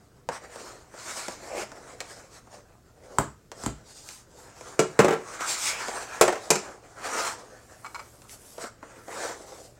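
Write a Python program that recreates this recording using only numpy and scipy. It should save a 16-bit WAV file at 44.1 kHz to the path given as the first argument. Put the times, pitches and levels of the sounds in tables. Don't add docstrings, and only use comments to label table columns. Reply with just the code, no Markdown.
import sys
import numpy as np
from scipy import signal
from scipy.fft import rfft, irfft, next_fast_len
from scipy.io import wavfile
from scipy.ndimage import uniform_filter1d, map_coordinates

SR = 44100
rng = np.random.default_rng(int(sys.argv[2]) if len(sys.argv) > 2 else 0)


def generate_wav(sig):
    pcm = np.round(np.clip(np.atleast_2d(sig).T, -1, 1) * 32767).astype(np.int16)
    wavfile.write(sys.argv[1], SR, pcm)


N = 431738
RING_TIME = np.arange(SR // 3) / SR
DELAY_S = .002
FLEX_POWER, RUB_POWER, HISS_POWER = 1.19, 1.45, 1.84

# time in seconds, level in dB.
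SWAY_LEVEL = [(0, -61), (.25, -65), (.42, -52.5), (.85, -57.5), (1.0, -48.5), (1.9, -47.5), (2.45, -60),
              (3.45, -66), (3.8, -56), (4.25, -65.5), (4.4, -52), (5.2, -46.5), (6.5, -48), (6.92, -52),
              (7.42, -48), (7.68, -53), (8.75, -59.5), (9.5, -49.5), (9.78, -62)]
# frequency in Hz, relative level in dB.
CRACK_SPECTRUM = [(800, -19.5), (2000, 5), (3200, -3), (7500, 0), (10000, -14), (15500, -24)]
BRIGHT_SPECTRUM = [(4000, -2), (8000, 6), (12000, 0), (15500, -8.5)]


def amp(db):
    return 10 ** (np.asarray(db) / 20)


def unit(x):
    return x / np.sqrt(np.mean(x ** 2) + 1e-20)


def unit_onset(x):
    return x / np.sqrt(np.mean(x[:SR // 50] ** 2) + 1e-20)


def along(points, hz):
    f, v = np.transpose(points)
    return np.interp(np.log(hz + 1), np.log(f + 1), v)


def decay(t60, t=RING_TIME):
    return np.exp(-np.log(1000) * t / t60)


def wobble(rate):
    knots = rng.standard_normal(int(N * rate / SR) + 4)
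    return map_coordinates(knots, [np.arange(N) * rate / SR])


def add(track, s, sound):
    part = track[round(s * SR):][:len(sound)]
    part += sound[:len(part)]


def coloured(x, spectrum):
    m = 2 * next_fast_len(len(x) // 2 + 4096)
    gain = amp(along(spectrum, np.fft.rfftfreq(m, 1 / SR)))
    cepstrum = irfft(np.log(gain))
    cepstrum[1:m // 2] *= 2
    cepstrum[m // 2 + 1:] = 0
    return irfft(rfft(x, m) * np.exp(rfft(cepstrum)), m)[:len(x)]


def burst(spectrum, t60, push):
    cloud = rng.standard_normal(len(RING_TIME)) * decay(t60)
    cloud /= np.linalg.norm(cloud)
    cloud[0] += push
    return unit_onset(coloured(cloud, spectrum))


def ring(modes, scatter_db):
    chance = rng.standard_normal((len(modes), 2))
    tone = np.zeros(len(RING_TIME))
    for (hz, db, t60), (strength, detune) in zip(modes, chance):
        phase = 2 * np.pi * hz * (1 + .0032 * detune) * RING_TIME
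        tone += amp(db + scatter_db * strength) * np.sin(phase) * decay(t60)
    cutoff_hz = .75 * modes[0][0]
    highpass = signal.butter(4, cutoff_hz, "high", fs=SR, output="sos")
    return unit_onset(signal.sosfilt(highpass, tone))


def background():
    # frequency in Hz, level in dB.
    air_spectrum = [(15, -60), (25, 8), (113, 9.5), (178, 4.5), (469, 0.5), (848, -25), (1450, -22),
                    (1950, -27), (3260, -22.5), (7700, -24), (10400, -30), (15500, -66.5)]
    partials = [(61, -71), (119, -66)]
    t = np.arange(N) / SR
    hum = sum(amp(db) * np.sqrt(2) * np.sin(2 * np.pi * hz * t + 1.7 * wobble(11))
              for hz, db in partials)
    return hum + amp(-59) * unit(coloured(rng.standard_normal(N), air_spectrum))


def patchy(x, depth_db):
    spectra = signal.stft(x, nperseg=512)[2]
    field = uniform_filter1d(rng.standard_normal(spectra.shape), 5, axis=0)
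    field = uniform_filter1d(field, 12, axis=1)
    return signal.istft(spectra * amp(depth_db * unit(field)), nperseg=512)[1][:N]


def friction(spectrum, slips_hz, grain_share, size_db):
    slips = (rng.random(N) < slips_hz / SR) * rng.choice([-1, 1], N)
    sizes = amp(size_db * np.clip(rng.standard_normal(N), -2, 2))
    grain = np.sqrt(grain_share) * unit(slips * sizes)
    rush = np.sqrt(1 - grain_share) * rng.standard_normal(N)
    return unit(patchy(coloured(grain + rush, spectrum), depth_db=2.6))


def stroke_gain(rows, power):
    t, energy = np.arange(N) / SR, np.zeros(N)
    for s, rise, fall, db in rows:
        on = (t > s - rise) & (t < s + fall)
        progress = np.interp(t[on], [s - rise, s, s + fall], [-1, 0, 1])
        speed = np.abs(np.cos(np.pi / 2 * progress))
        energy[on] += (amp(db) * speed ** power) ** 2
    return np.sqrt(energy)


def sheet():
    # time of top speed, rise and fall in seconds, then relative levels
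    # of flexing, rubbing and hiss in dB.
    hand_strokes = [(.335, 0.029, 0.064, -47, -37, -40.5), (.45, 0.054, 0.026, -45, -47, -53),
                    (.62, 0.21, 0.28, -46.5, -47, -49), (1.17, 0.29, 0.23, -62, -42, -39),
                    (1.46, .07, 0.074, -42, -47.5, -46.5), (1.614, 0.13, 0.047, -31, -37.5, -39.5),
                    (2.11, 0.09, .18, -49, -53, -49.5), (2.37, 0.094, 0.049, -52, -51, -49.5),
                    (2.54, 0.057, 0.081, -49.5, -52.5, -55), (3.17, 0.24, 0.19, -47.5, -54, -55.5),
                    (3.65, 0.13, 0.093, -41, -50, -44), (3.95, 0.13, 0.17, -79, -63, -49.5),
                    (4.12, .12, 0.15, -76, -56.5, -47), (4.42, 0.18, 0.073, -55, -59, -55.5),
                    (4.72, 0.35, 0.11, -70.5, -51, -51), (5.33, 0.15, 0.24, -56, -44, -47.5),
                    (5.425, 0.041, 0.065, -41.5, -29.5, -32), (5.52, 0.092, 0.059, -40, -35, -27.5),
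                    (5.659, 0.12, 0.11, -53, -37, -26.5), (5.87, 0.43, 0.32, -47, -37, -40),
                    (6.15, 0.097, 0.19, -60, -38.5, -46), (6.45, 0.19, .15, -46, -51, -51),
                    (6.69, 0.097, 0.092, -43.5, -45.5, -53), (7.14, .19, 0.22, -39, -32, -38.5),
                    (7.258, 0.21, 0.12, -38.5, -33.5, -34), (8.652, 0.083, 0.045, -40, -40, -40.5),
                    (8.87, 0.065, 0.25, -54.5, -50.5, -60), (9.24, 0.2, 0.15, -37, -36, -40),
                    (9.6, 0.7, 0.15, -45, -73, -53)]
    # time of top speed, rise and fall in seconds, relative level in dB.
    edge_drags = [(1.15, .2, .25, -50.5), (1.61, 0.13, 0.049, -39), (5.52, .07, .08, -35),
                  (5.69, 0.13, .17, -32)]
    finger_brushes = [(4.1, .1, 0.17, -53), (4.41, .08, .1, -60), (8.05, 0.73, 0.54, -59.5),
                      (8.32, 0.049, 0.067, -46), (8.49, 0.17, .25, -51.5), (9.2, 0.37, 0.3, -55.5),
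                      (9.59, 0.32, 0.24, -60)]
    # frequency in Hz, relative level in dB.
    flex_spectrum = [(80, -42.5), (200, -11.5), (350, -3), (500, 0.5), (750, -4), (1100, -23), (2500, -49)]
    rub_spectrum = [(300, -39.5), (650, -0.5), (950, 2.5), (1400, 3), (2200, -5.5), (3000, -14),
                    (5000, -37.5)]
    hiss_spectrum = [(1500, -19), (3000, -6.5), (4500, -0.5), (6200, 1.5), (7600, 2.5), (8800, -2),
                     (10300, -12.5), (15500, -22.5)]
    edge_spectrum = [(1200, -26), (2200, 9), (2700, 2), (4500, -25)]
    sway = amp(np.interp(np.arange(N) / SR, *np.transpose(SWAY_LEVEL)))
    *timing, flex_db, rub_db, hiss_db = np.transpose(hand_strokes)
    flexing = np.hypot(stroke_gain(zip(*timing, flex_db), FLEX_POWER), sway)
    rubbing = np.hypot(stroke_gain(zip(*timing, rub_db), RUB_POWER), amp(-4.5) * sway)
    hissing = np.hypot(stroke_gain(zip(*timing, hiss_db), HISS_POWER), amp(-8.5) * sway)
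    dragging = stroke_gain(edge_drags, RUB_POWER)
    brushing = stroke_gain(finger_brushes, HISS_POWER)
    pressure = amp(1.86 * wobble(35))
    flex = amp(-4) * flexing * friction(flex_spectrum, slips_hz=193.3, grain_share=.45, size_db=1)
    rub = amp(-1.15) * rubbing * friction(rub_spectrum, slips_hz=604, grain_share=.36, size_db=-1)
    hiss = amp(-1.12) * hissing * friction(hiss_spectrum, slips_hz=990, grain_share=.28, size_db=1)
    edge = amp(-2) * dragging * friction(edge_spectrum, slips_hz=380, grain_share=.16, size_db=-.5)
    rustle = brushing * friction(BRIGHT_SPECTRUM, slips_hz=700, grain_share=.45, size_db=0)
    return pressure * (flex + rub + hiss + edge) + rustle


def buckle(pop_db, crack_db):
    # frequency in Hz, relative level in dB.
    pop_spectrum = [(60, -27), (200, -3), (380, 1.5), (520, 7), (800, 2.5), (1400, -3.5), (2000, -13.5),
                    (3200, -28.5), (8000, -51)]
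    pop = amp(pop_db - 6.5) * burst(pop_spectrum, t60=.075, push=.24)
    crack = amp(crack_db - 7) * burst(CRACK_SPECTRUM, t60=.036, push=1)
    return pop + crack


def snaps(crinkles_per_s=3):
    # time in seconds, then overall, pop and crack gains in dB.
    big_snaps = [(0.287, -19, -2.5, -15), (.557, -31, -4.5, -15), (0.938, -31.5, -7, -23),
                 (1.281, -20.5, -8.5, -12), (1.716, -25.5, -12, -20), (2.003, -16.5, -18, -14),
                 (2.469, -37, -11.5, -26), (3.515, -19, -17.5, -20.5), (4.087, -21.5, -26.5, -15),
                 (4.608, -22.5, -16, -22), (5.406, -23.5, -6, -12), (5.882, -16.5, -10, -17.5),
                 (6.096, -38, -10.5, -24), (6.687, -32, -8, -21), (8.217, -34.5, -19, -15),
                 (8.293, -35, -27, -9), (8.579, -22.5, -9.5, -23.5), (8.638, -25.5, -6, -16),
                 (8.826, -31.5, -4, -24), (9.08, -21, -12, -26), (9.519, -27.5, -12, -27)]
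    out = np.zeros(N)
    for s, db, pop_db, crack_db in big_snaps:
        add(out, s + DELAY_S, amp(db) * buckle(pop_db, crack_db))
    for s in rng.random(round(crinkles_per_s * N / SR)) * N / SR:
        db = np.interp(s, *np.transpose(SWAY_LEVEL)) - 1
        add(out, s, buckle(pop_db=db, crack_db=db - 15.5))
    return out


def judder():
    # time in seconds, then overall, low-ring and high-ring gains in dB.
    nudges = [(2.004, -26.5, -26, -9), (7.846, -23, -6.5, -22.5), (7.861, -27.5, -4.5, -14),
              (7.946, -25.5, -4.5, -12), (7.957, -25.5, -3, -19), (7.994, -15, -16.5, -25)]
    # frequency in Hz, relative level in dB, 60 dB decay time in seconds.
    low_modes = [(1046, 7, 0.0074), (1205, -5, 0.029), (1293, -4, 0.046)]
    high_modes = [(2250, 3, 0.059), (2520, -11, 0.023), (4170, -2, 0.02), (4990, -5, .02),
                  (7540, -6, 0.024)]
    out = np.zeros(N)
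    for s, db, low_db, high_db in nudges:
        for k, scatter in enumerate(rng.random(size=3)):
            low = amp(low_db - 13.5) * ring(low_modes, scatter_db=4)
            high = amp(high_db - 10.5) * ring(high_modes, scatter_db=4)
            scratch = amp(high_db - 15.5) * burst(CRACK_SPECTRUM, t60=.03, push=.1)
            add(out, s + .003 * k * (1 + scatter / 2), amp(db - k) * (low + high + scratch))
    return out


def slaps():
    # time in seconds, then relative levels of thud, clap and sizzle in dB.
    hand_slaps = [(3.185, -26.5, -19.5, -28), (3.637, -41, -40, -44), (3.662, -28.5, -32.5, -34)]
    # frequency in Hz, relative level in dB, 60 dB decay time in seconds.
    pocket_modes = [(1000, 3, 0.0095), (1260, -10, 0.017)]
    leg_modes = [(65, -2, .19), (111, -1, 0.13), (148, 1.8, 0.12), (221, 3.2, 0.084), (277, -1, 0.071)]
    # frequency in Hz, relative level in dB.
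    clap_spectrum = [(90, -27.5), (200, -7), (380, 9.5), (700, 4.5), (1000, -4), (1300, -7), (1800, -8),
                     (3500, -22.5), (12000, -27)]
    sizzle_spectrum = [(2500, -16), (4300, -14), (6100, -15.5), (7500, 0), (8700, -5.5), (10500, -22.5),
                       (15500, -29)]
    out = np.zeros(N)
    for s, thud_db, clap_db, sizzle_db in hand_slaps:
        pocket = amp(clap_db - 2) * ring(pocket_modes, scatter_db=2)
        clap = amp(clap_db - 6) * burst(clap_spectrum, t60=.14, push=.053)
        sizzle = amp(sizzle_db) * burst(sizzle_spectrum, t60=.019, push=.21)
        thud = amp(thud_db) * ring(leg_modes, scatter_db=2)
        add(out, s, pocket + clap + sizzle)
        add(out, s + 2 * DELAY_S, thud)
    return out


def tool_impact(top_db, frame_db, clack_db, tick_db):
    # frequency in Hz, relative level in dB, 60 dB decay time in seconds.
    top_modes = [(369.6, -1, 0.18), (446, 4.5, 0.11), (531, -10.5, .12), (660, -25, 0.091),
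                 (810, -11.5, 0.09), (1358, -12.5, 0.12)]
    frame_modes = [(158.4, 0, 0.12), (199.3, 0, 0.12)]
    # frequency in Hz, relative level in dB.
    clack_spectrum = [(25, -39), (100, -20.5), (250, -15.5), (420, 0), (620, 2), (850, -4), (1100, -6),
                      (1400, -6.5), (2200, -14), (3100, -20.5), (6000, -40)]
    tick_spectrum = [(1000, -49.5), (2300, 10), (3200, -1), (5000, 5.5), (7500, 9.5), (8800, 2.5),
                     (10500, -8.5), (15500, -20.5)]
    top = amp(top_db - 3) * ring(top_modes, scatter_db=1.5)
    frame = amp(frame_db - 2) * ring(frame_modes, scatter_db=2)
    clack = amp(clack_db + 1) * burst(clack_spectrum, t60=.12, push=.19)
    tick = amp(tick_db - 1.5) * burst(tick_spectrum, t60=.054, push=.24)
    return top + frame + clack + tick


def tool_landings(bounces=5, restitution=.68):
    # time in seconds; relative levels of table top, frame, clack, tick and the bright top end
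    # of the impact in dB; far end's delay and first flight in seconds; first bounce's gain and loss
    # per bounce in dB.
    landings = [(4.7925, -14, -28, -23.5, -25, -49, 0.0065, .03, -20, 14),
                (4.991, -10.5, -19.5, -17, -25.5, -51, .0086, .0545, -5, 3),
                (6.2116, -18, -36, -14.5, -21, -22, .0109, .0673, -7, 8.5),
                (6.504, -21.5, -32, -23.5, -17.5, -26, 0.0044, 0.051, -10, 12)]
    out = np.zeros(N)
    for s, top_db, frame_db, clack_db, tick_db, bright_db, lag, flight, bounce_db, loss_db in landings:
        bright = amp(bright_db) * burst(BRIGHT_SPECTRUM, t60=.04, push=.1)
        add(out, s, tool_impact(top_db, frame_db, clack_db, tick_db) + bright)
        add(out, s + lag, amp(-6.5) * tool_impact(top_db - 11.5, frame_db, clack_db, tick_db))
        for k, delay in enumerate(np.cumsum(flight * restitution ** np.arange(bounces))):
            bounce = tool_impact(top_db, frame_db - 6.5, clack_db, tick_db - 3)
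            add(out, s + delay, amp(bounce_db - loss_db * k) * bounce)
    return out


def room(x):
    # frequency in Hz, reverberation time in seconds.
    reverb_times = [(100, 0.39), (500, 0.2), (2000, 0.3), (7000, 0.28), (14000, 0.11)]
    out, hop = np.zeros(N), SR // 3
    for start in range(0, N, hop):
        hz, t, spectra = signal.stft(rng.standard_normal(len(RING_TIME)), SR, nperseg=256)
        absorption = decay(along(reverb_times, hz)[:, None], t)
        tail = signal.istft(spectra * absorption, SR, nperseg=256)[1]
        tail /= np.linalg.norm(tail)
        add(out, start / SR + .005, signal.fftconvolve(x[start:start + hop], tail))
    return out


def scene():
    light_sounds = sheet() + snaps() + judder()
    blows = tool_landings() + slaps()
    reverberation = room(amp(-10) * light_sounds + amp(-8) * blows)
    return (light_sounds + blows + reverberation + background())[None]


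def record(dry):
    hiss_db, ceiling, band_limit_hz = -73, .95, 15950
    heard = dry + amp(hiss_db) * rng.standard_normal(dry.shape)
    rounded = heard / (1 + np.abs(heard / ceiling) ** 6) ** (1 / 6)
    m = next_fast_len(N + SR // 2)
    passband = np.fft.rfftfreq(m, 1 / SR) < band_limit_hz
    return irfft(rfft(rounded, m) * passband, m)[..., :N]


dry = scene()
out = record(dry)
generate_wav(out)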